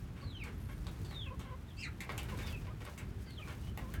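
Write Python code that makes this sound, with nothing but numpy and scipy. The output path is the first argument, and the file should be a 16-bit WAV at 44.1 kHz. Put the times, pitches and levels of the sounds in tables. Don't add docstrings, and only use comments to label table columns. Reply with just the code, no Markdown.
import sys
import numpy as np
from scipy import signal
from scipy.fft import rfft, irfft, next_fast_len
from scipy.io import wavfile

SR = 44100
rng = np.random.default_rng(int(sys.argv[2]) if len(sys.argv) > 2 else 0)


def digitize_waveform(pressure):
    field = np.atleast_2d(pressure).T
    bounded = np.clip(field, -1, 1)
    quanta = np.round(bounded * 32767).astype(np.int16)
    wavfile.write(sys.argv[1], SR, quanta)


N = 176400


# (time [s], pitch [Hz], level [dB])
WHISTLE_PATHS = [
    [(.21, 4480, -70), (.25, 4360, -61), (.312, 3780, -58.5), (.321, 3600, -68), (.326, 3460, -61.5),
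     (.356, 3120, -51.5), (.39, 2934, -60), (.41, 2640, -57), (.43, 2270, -45.5), (.442, 2120, -55)],
    [(1.04, 4650, -68), (1.11, 4370, -64), (1.14, 3830, -61), (1.17, 3674, -49.5), (1.2, 3500, -50.5),
     (1.236, 3240, -51.5), (1.254, 2850, -64.5), (1.275, 2570, -47), (1.29, 2450, -62)],
    [(2.423, 3600, -57), (2.47, 3570, -62), (2.515, 3243, -59), (2.526, 3070, -60), (2.53, 2690, -52.5),
     (2.548, 2586, -47.5), (2.561, 2460, -48)],
    [(3.26, 4560, -64), (3.28, 4580, -62.5), (3.335, 4190, -62), (3.352, 3900, -72), (3.38, 3350, -56),
     (3.387, 3140, -48.5), (3.412, 2764, -66), (3.424, 2483, -50.5), (3.447, 2210, -60)],
]
WHISTLE_OCTAVES = [-24, -33, -36, -27]
# (start [s], length [s], first pitch [Hz], last pitch [Hz], level [dB])
PEEP_NOTES = [(0.362, 0.094, 4130, 3500, -71), (1.676, 0.058, 3770, 3120, -64),
              (3.628, 0.053, 2930, 2930, -65.5), (3.671, 0.035, 3070, 2990, -58.5)]

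def whistles():
    out = np.zeros(N)
    for path, octave_db in zip(WHISTLE_PATHS, WHISTLE_OCTAVES):
        start, (hz, db) = curve(path)
        add(out, start, whistle(hz, db, octave_db))
    for start, length, first_hz, last_hz, db in PEEP_NOTES:
        n = int(length * SR)
        add(out, start, whistle(np.linspace(first_hz, last_hz, n), db) * fade(n, 0.012))
    return out


def whistle(hz, db, octave_db=-34, buzz_hz=330, clean_db=-47.5, flutter_db=3.0):
    n = len(hz)
    softness = np.clip((clean_db - db) / 14, .2, 1)
    tremble = 0.012 * (.5 + softness) * wobble(n, 450)
    waver = 0.00754 * wobble(n, 60)
    hz = hz * (1 + tremble + waver)
    buzz = 0.28 * softness * tone(buzz_hz * (1 + 0.243 * wobble(n, 80)))
    loudness = amp(db + flutter_db * wobble(n, 80) - 0.85) * fade(n, .004)
    return loudness * unit(1 + buzz) * (tone(hz) + amp(octave_db) * tone(2 * hz))


# (time [s], low pitch [Hz], low level [dB], high pitch [Hz], high level [dB], roughness [0-1])
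SQUAWK_PATH = [(1.766, 2614, -71, 4380, -63, 0.3), (1.786, 2650, -54, 4800, -58.5, 0.77),
               (1.81, 2780, -57, 5160, -53, 1), (1.824, 2654, -51, 4850, -59, 0.84),
               (1.834, 2463, -44, 4430, -49.5, 0.97), (1.853, 2155, -44.5, 4000, -48.5, 0.7),
               (1.868, 1870, -51.5, 3870, -62.5, 1), (1.883, 1425, -54, 3940, -70, 0.9),
               (1.895, 1260, -58, 3900, -74, 0.5)]
# (frequency [Hz], level [dB])
SQUAWK_HISS_COLOUR = [(1000, -38), (6000, 0), (8600, -2), (10000, -17), (18000, -40)]

def squawk(rasp_hz=391, jitter=0.028, sum_db=-16, hiss_db=-12):
    out = np.zeros(N)
    start, (low_hz, low_db, high_hz, high_db, roughness) = curve(SQUAWK_PATH)
    n = len(low_hz)
    shake = 1 + jitter * roughness * wobble(n, 900)
    rattle = tone(rasp_hz * (1 + 0.235 * wobble(n, 153.6)))
    rasp = roughness * (rattle + 0.96 * wobble(n, 300))
    low_voice = amp(low_db) * tone(low_hz * shake) * (1 + 0.71 * rasp)
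    sum_tone = amp(sum_db) * tone((low_hz + high_hz) * shake)
    high_voice = (tone(high_hz * shake) + sum_tone) * (1 + 0.35 * rasp)
    hiss = 2 * roughness * amp(hiss_db) * colour(rng.standard_normal(n), SQUAWK_HISS_COLOUR)
    call = low_voice + amp(high_db) * (high_voice + hiss)
    add(out, start, amp(-2.0) * call * fade(n, .004))
    return out


# (start [s], length [s], pitch [Hz], level [dB], change to harmonics 3 and up [dB])
CLUCK_NOTES = [(0.217, 0.035, 545, -55, -6), (0.681, 0.067, 538, -59, 9.5), (1.254, 0.051, 532, -57, 3),
               (1.298, 0.042, 512, -49, -13), (1.33, 0.029, 544, -52, -12), (1.441, 0.073, 532, -57.5, 2),
               (1.502, 0.059, 504, -50.5, -8.5), (2.315, 0.047, 505, -49.5, -18),
               (2.671, 0.034, 510, -53, -1), (2.693, 0.043, 603, -58, -7), (3.261, 0.063, 525, -61, 31),
               (3.384, 0.036, 629, -55, -2), (3.815, 0.096, 515, -57, -25)]
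CLUCK_HARMONICS = [-4.5, -1, -9, -8.5, -18.5, -13.5]

def clucks(dip=0.0687, jitter=0.026):
    out = np.zeros(N)
    for start, length, pitch, db, upper_db in CLUCK_NOTES:
        n = int(length * SR)
        hz = pitch * (1 + dip * np.linspace(-1, 1, n) ** 2 + jitter * wobble(n, 180))
        note = sum(amp(harmonic_db + upper_db * (k >= 3)) * tone(k * hz)
                   for k, harmonic_db in enumerate(CLUCK_HARMONICS, start=1))
        add(out, start, amp(db) * unit(note) * fade(n, 0.016))
    return out


def chirp(start_s=2.467, length_s=.04, first_hz=5000, last_hz=4560, db=-54, jitter=.06):
    out, n = np.zeros(N), int(length_s * SR)
    hz = np.linspace(first_hz, last_hz, n) * (1 + jitter * wobble(n, 1000))
    add(out, start_s, amp(db) * tone(hz) * np.linspace(1, .2, n) * fade(n, 0.0019))
    return out


# (time [s], body [dB], middle [dB], treble [dB], fade time [s], tick [dB], ring pitch [Hz])
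TWIG_SNAPS = [(.438, -52, -50.5, -54.5, 0.015, -50, 2190), (0.868, -48, -49, -59, 0.0071, -63, 3790),
              (1.048, -64, -55, -56, 0.01, -66, 3530), (1.111, -52.5, -58.5, -68, 0.021, -72, 2020),
              (1.394, -53.5, -57.5, -58, 0.04, -64, 3180), (2.005, -51.5, -45, -49, .023, -58, 2070),
              (2.093, -41.5, -46, -61, 0.022, -59, 1896), (2.178, -49.5, -43, -45, 0.022, -46, 2610),
              (2.231, -46.5, -61, -50, 0.0034, -42, 2970), (2.349, -50, -55, -70, .0038, -62, 1490),
              (2.374, -66, -57.5, -56, 0.018, -60, 3540), (2.388, -55.5, -47, -56, 0.029, -68, 2060),
              (2.471, -55.5, -46.5, -60, 0.017, -66, 2200), (2.669, -50, -53, -76, 0.0051, -73, 1840),
              (2.851, -49, -51, -49, 0.0045, -61, 2250), (2.864, -45.5, -53.5, -75, 0.017, -78, 1880),
              (2.977, -57.5, -52.5, -50.5, 0.028, -57, 2160), (3.306, -70, -56, -56, .003, -65, 3500),
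              (3.775, -42.5, -48, -51, 0.0041, -36, 1880), (3.939, -48, -45.5, -56, .0063, -35.5, 1650)]
# (frequency [Hz], level [dB])
BODY_COLOUR = [(100, -35), (400, -2.5), (750, 0), (1100, 4.5), (1600, -4.5), (2500, -7), (4500, -16.5),
               (18000, -74)]
# (frequency [times the ring pitch], level [dB])
MIDDLE_COLOUR = [(.05, -31), (.55, -23), (.8, -2), (1.15, 0.5), (1.5, -11), (1.85, -10), (2.4, -13),
                 (9, -65)]
# (frequency [Hz], level [dB])
TREBLE_COLOUR = [(100, -51), (4800, -24), (6000, 2), (8500, 2.5), (10200, -4.5), (11500, 1.5), (14000, -10),
                 (18000, -11.5)]
# (frequency [Hz], level [dB])
TICK_COLOUR = [(100, -50), (5000, -5), (8000, -2), (11500, 8), (14500, 8), (18000, 4)]
# (pitch [times the ring pitch], level [dB], time to fall 60 dB [s])
TWIG_NOTES = [(.73, -9.5, 0.031), (1, 7, 0.052), (1.27, -6.5, 0.041)]

def snaps(crack_s=0.00096, tick_s=0.0008, tick_tail_s=0.011, tick_tail_db=-27, knock_db=-10):
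    out, t = np.zeros(N), np.arange(SR // 5) / SR
    rise = np.minimum(t / 0.00028, 1)
    crack = 0.54 * np.exp(-t / crack_s)
    tick_shape = rise * (np.exp(-t / tick_s) + amp(tick_tail_db) * np.exp(-t / tick_tail_s))
    for start, body_db, middle_db, treble_db, fade_s, tick_db, ring_hz in TWIG_SNAPS:
        middle_colour = [(ratio * ring_hz, db) for ratio, db in MIDDLE_COLOUR]
        bands = [(body_db, BODY_COLOUR, fade_s),
                 (middle_db, middle_colour, fade_s),
                 (treble_db, TREBLE_COLOUR, fade_s / 2)]
        for db, band_colour, band_fade_s in bands:
            shape = rise * (np.exp(-t / band_fade_s) + crack)
            crumble = colour(crackle(len(t), per_s=2400, spread_db=2.15, hiss=0.56), band_colour)
            add(out, start, amp(db) * shape * crumble)
        knock = sum(amp(db - 60 * t / ring_s) * np.sin(2 * np.pi * ratio * ring_hz * t)
                    for ratio, db, ring_s in TWIG_NOTES)
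        tick = tick_shape * colour(rng.choice([-1., 1.], len(t)), TICK_COLOUR)
        add(out, start, amp(middle_db + knock_db) * knock + amp(tick_db) * tick)
    return out


# (start [s], length [s], level [dB])
LEAF_CRUNCHES = [(0.155, 0.15, -59.5), (0.452, 0.07, -52.5), (0.689, 0.045, -57.5), (0.871, 0.048, -59),
                 (1.124, 0.049, -58.5), (2.284, 0.049, -48.5), (2.413, 0.15, -59), (2.804, 0.04, -53.5),
                 (2.992, 0.061, -56.5), (3.472, 0.072, -50), (3.784, 0.031, -51.5), (3.941, 0.03, -49.5)]
# (frequency [Hz], level [dB])
CRUNCH_COLOUR = [(100, -24), (350, 5.5), (700, -1.5), (1100, 3.5), (2200, 0), (3200, -5.5), (5000, -13),
                 (10000, -18.5), (18000, -28)]

def crunches():
    loudness = np.zeros(N)
    for start, length, db in LEAF_CRUNCHES:
        progress = np.linspace(0, 1, int(length * SR))
        add(loudness, start, amp(db) * abs(np.sin(np.pi * progress ** 0.38)))
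    return loudness * colour(crackle(N, per_s=1800, spread_db=2.8, hiss=0.76), CRUNCH_COLOUR)


# (time [s], level [dB])
HAND_STROKES = [(0, -62), (.14, -72), (.42, -72), (.62, -64), (.77, -63.5), (.98, -59.5), (1.17, -63.5),
                (1.331, -70), (1.97, -66.5), (2.14, -57), (2.3, -55.5), (2.47, -55.5), (2.6, -59.5),
                (2.74, -67), (2.9, -58), (2.95, -65), (3.14, -67), (3.23, -61), (3.34, -66.5),
                (3.51, -57.5), (3.68, -61), (3.76, -67), (3.89, -59), (4, -64.5)]
# (frequency [Hz], level [dB])
FEATHER_COLOUR = [(100, -25), (450, 13), (1000, 7.5), (2200, 3.5), (3500, 0.5), (5500, -1.5), (10200, -6),
                  (15000, -7), (18000, -16)]

def feathers(patchy_db=2.3, split_hz=4500):
    def rubbing():
        patches = amp(patchy_db * wobble(N, 35))
        return patches * colour(crackle(N, per_s=900, spread_db=3.2, hiss=1.0), FEATHER_COLOUR)

    scrapes = signal.lfilter(*signal.butter(2, split_hz, "low", fs=SR), rubbing())
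    barbs = signal.lfilter(*signal.butter(2, split_hz, "high", fs=SR), rubbing())
    return amp(over_time(HAND_STROKES) - 1.5) * (scrapes + barbs)


# (start [s], length [s], first pitch [Hz], last pitch [Hz], level [dB])
SQUEAK_NOTES = [(0.552, 0.21, 11750, 11500, -73), (0.58, 0.17, 9700, 9800, -76),
                (.72, 0.14, 9150, 9050, -78)]

def squeaks(fuzz_hz=330):
    out = np.zeros(N)
    for start, length, first_hz, last_hz, db in SQUEAK_NOTES:
        n = int(length * SR)
        glide = tone(np.linspace(first_hz, last_hz, n))
        add(out, start, amp(db) * glide * wobble(n, fuzz_hz) * fade(n, 0.036))
    return out


# (frequency [Hz], level [dB])
RUMBLE_COLOUR = [(20, -36), (31, -29), (45, -0.5), (65, 0.5), (85, 0), (120, -2.5), (160, -7.5), (240, -14),
                 (385, -20), (470, -27), (700, -50.5), (2000, -84)]
# (time [s], level change [dB])
RUMBLE_SWELLS = [(0, -1), (.25, 0), (.5, 1.5), (.72, 0), (.85, 0.5), (1.05, 2.5), (1.4, -0.5), (1.68, -4.5),
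                 (1.85, 0), (2.15, -0.5), (2.32, 4.5), (2.6, 2.5), (2.88, -5), (3.02, 1), (3.3, -1.5),
                 (3.55, 1), (4, 1.5)]
# (frequency [Hz], level [dB])
AIR_COLOUR = [(100, -12), (300, 0), (500, -1.5), (750, -1.5), (1500, -3), (3000, -10), (5000, -18),
              (9000, -22), (14000, -24), (18000, -33)]

def background(rumble_db=-44.5, waver_db=1.02, air_db=-63):
    swell_db = over_time(RUMBLE_SWELLS) + waver_db * wobble(N, 11)
    rumble = amp(rumble_db + swell_db) * colour(rng.standard_normal(N), RUMBLE_COLOUR)
    air = amp(air_db) * colour(rng.standard_normal(N), AIR_COLOUR)
    return rumble + air


# (delay [s], level before echo_db is added [dB])
PEN_ECHOES = [(.0072, -16.5), (.015, -35), (.027, -11.5), (.046, -20.5)]
# (frequency [Hz], time to fall 60 dB [s])
PEN_FADE_TIMES = [(200, 0.51), (1000, 0.25), (2500, 0.21), (5000, 0.1), (10000, 0.11), (18000, 0.08)]

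def pen(sound, tail_db, echo_db):
    n = SR // 2
    scatter = rng.standard_normal(n) * (rng.random(n) < .1)
    hz, t, bands = signal.stft(scatter, SR, nperseg=256)
    fade_s = at_frequency(PEN_FADE_TIMES, hz)[:, None]
    tail = signal.istft(bands * amp(-60 * t / fade_s), SR, nperseg=256)[1]
    tail *= np.minimum(np.arange(len(tail)) / SR / 0.0038, 1) ** 2
    response = amp(tail_db) * tail / np.linalg.norm(tail)
    response[0] += 1
    for delay, db in PEN_ECHOES:
        add(response, delay, amp(db + echo_db) * np.array([.25, .5, .25]))
    return signal.fftconvolve(sound, response)[:N]


def amp(db):
    return 10 ** (np.asarray(db) / 20)


def unit(x):
    return x / np.sqrt(np.mean(x ** 2) + 1e-20)


def tone(hz):
    return np.sqrt(2) * np.sin(2 * np.pi * np.cumsum(hz) / SR)


def crackle(size, per_s, spread_db, hiss):
    hits = rng.random(size) < per_s / SR
    strengths = amp(spread_db * np.minimum(rng.exponential(1, size), 4))
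    clicks = hits * strengths * rng.choice([-1, 1], size)
    return unit(clicks) + hiss * rng.standard_normal(size)


def wobble(size, hz):
    step = max(int(SR / (10 * hz)), 1)
    n = next_fast_len(size // step + 200)
    keep_slow = np.exp(-(np.fft.rfftfreq(n, step / SR) / hz) ** 2)
    slow = unit(irfft(rfft(rng.standard_normal(n)) * keep_slow, n))
    return np.interp(np.arange(size) / step, np.arange(n), slow)


def colour(x, points):
    gains = amp(at_frequency(points, np.fft.rfftfreq(len(x), 1 / SR)))
    return unit(irfft(rfft(x) * gains, len(x)))


def at_frequency(points, hz):
    frequencies, values = np.transpose(points)
    return np.interp(np.log(hz + 1), np.log(frequencies), values)


def over_time(points):
    return np.interp(np.arange(N) / SR, *np.transpose(points))


def curve(rows):
    times, *columns = np.transpose(rows)
    t = np.arange(times[0], times[-1], 1 / SR)
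    return times[0], [np.interp(t, times, column) for column in columns]


def fade(size, edge_s):
    k = np.arange(size)
    return np.sin(np.pi / 2 * np.clip(np.minimum(k, size - k) / (edge_s * SR), 0, 1)) ** 2


def add(mix, start_s, sound):
    part = mix[max(round(start_s * SR), 0):][:len(sound)]
    part += sound[:len(part)]


def scene():
    birds = pen(whistles() + squawk() + chirp(), tail_db=-9.5, echo_db=-1)
    birds += pen(clucks(), tail_db=-17.0, echo_db=-5.5)
    leaves = amp(-2.0) * pen(snaps() + crunches(), tail_db=-2.5, echo_db=-5.5)
    return (birds + leaves + feathers() + squeaks() + background())[None]


def record(dry):
    low_pass = signal.firwin(511, 18300, window=("kaiser", 9), fs=SR)
    return signal.oaconvolve(dry, low_pass[None], "same")


dry = scene()
out = record(dry)
digitize_waveform(out)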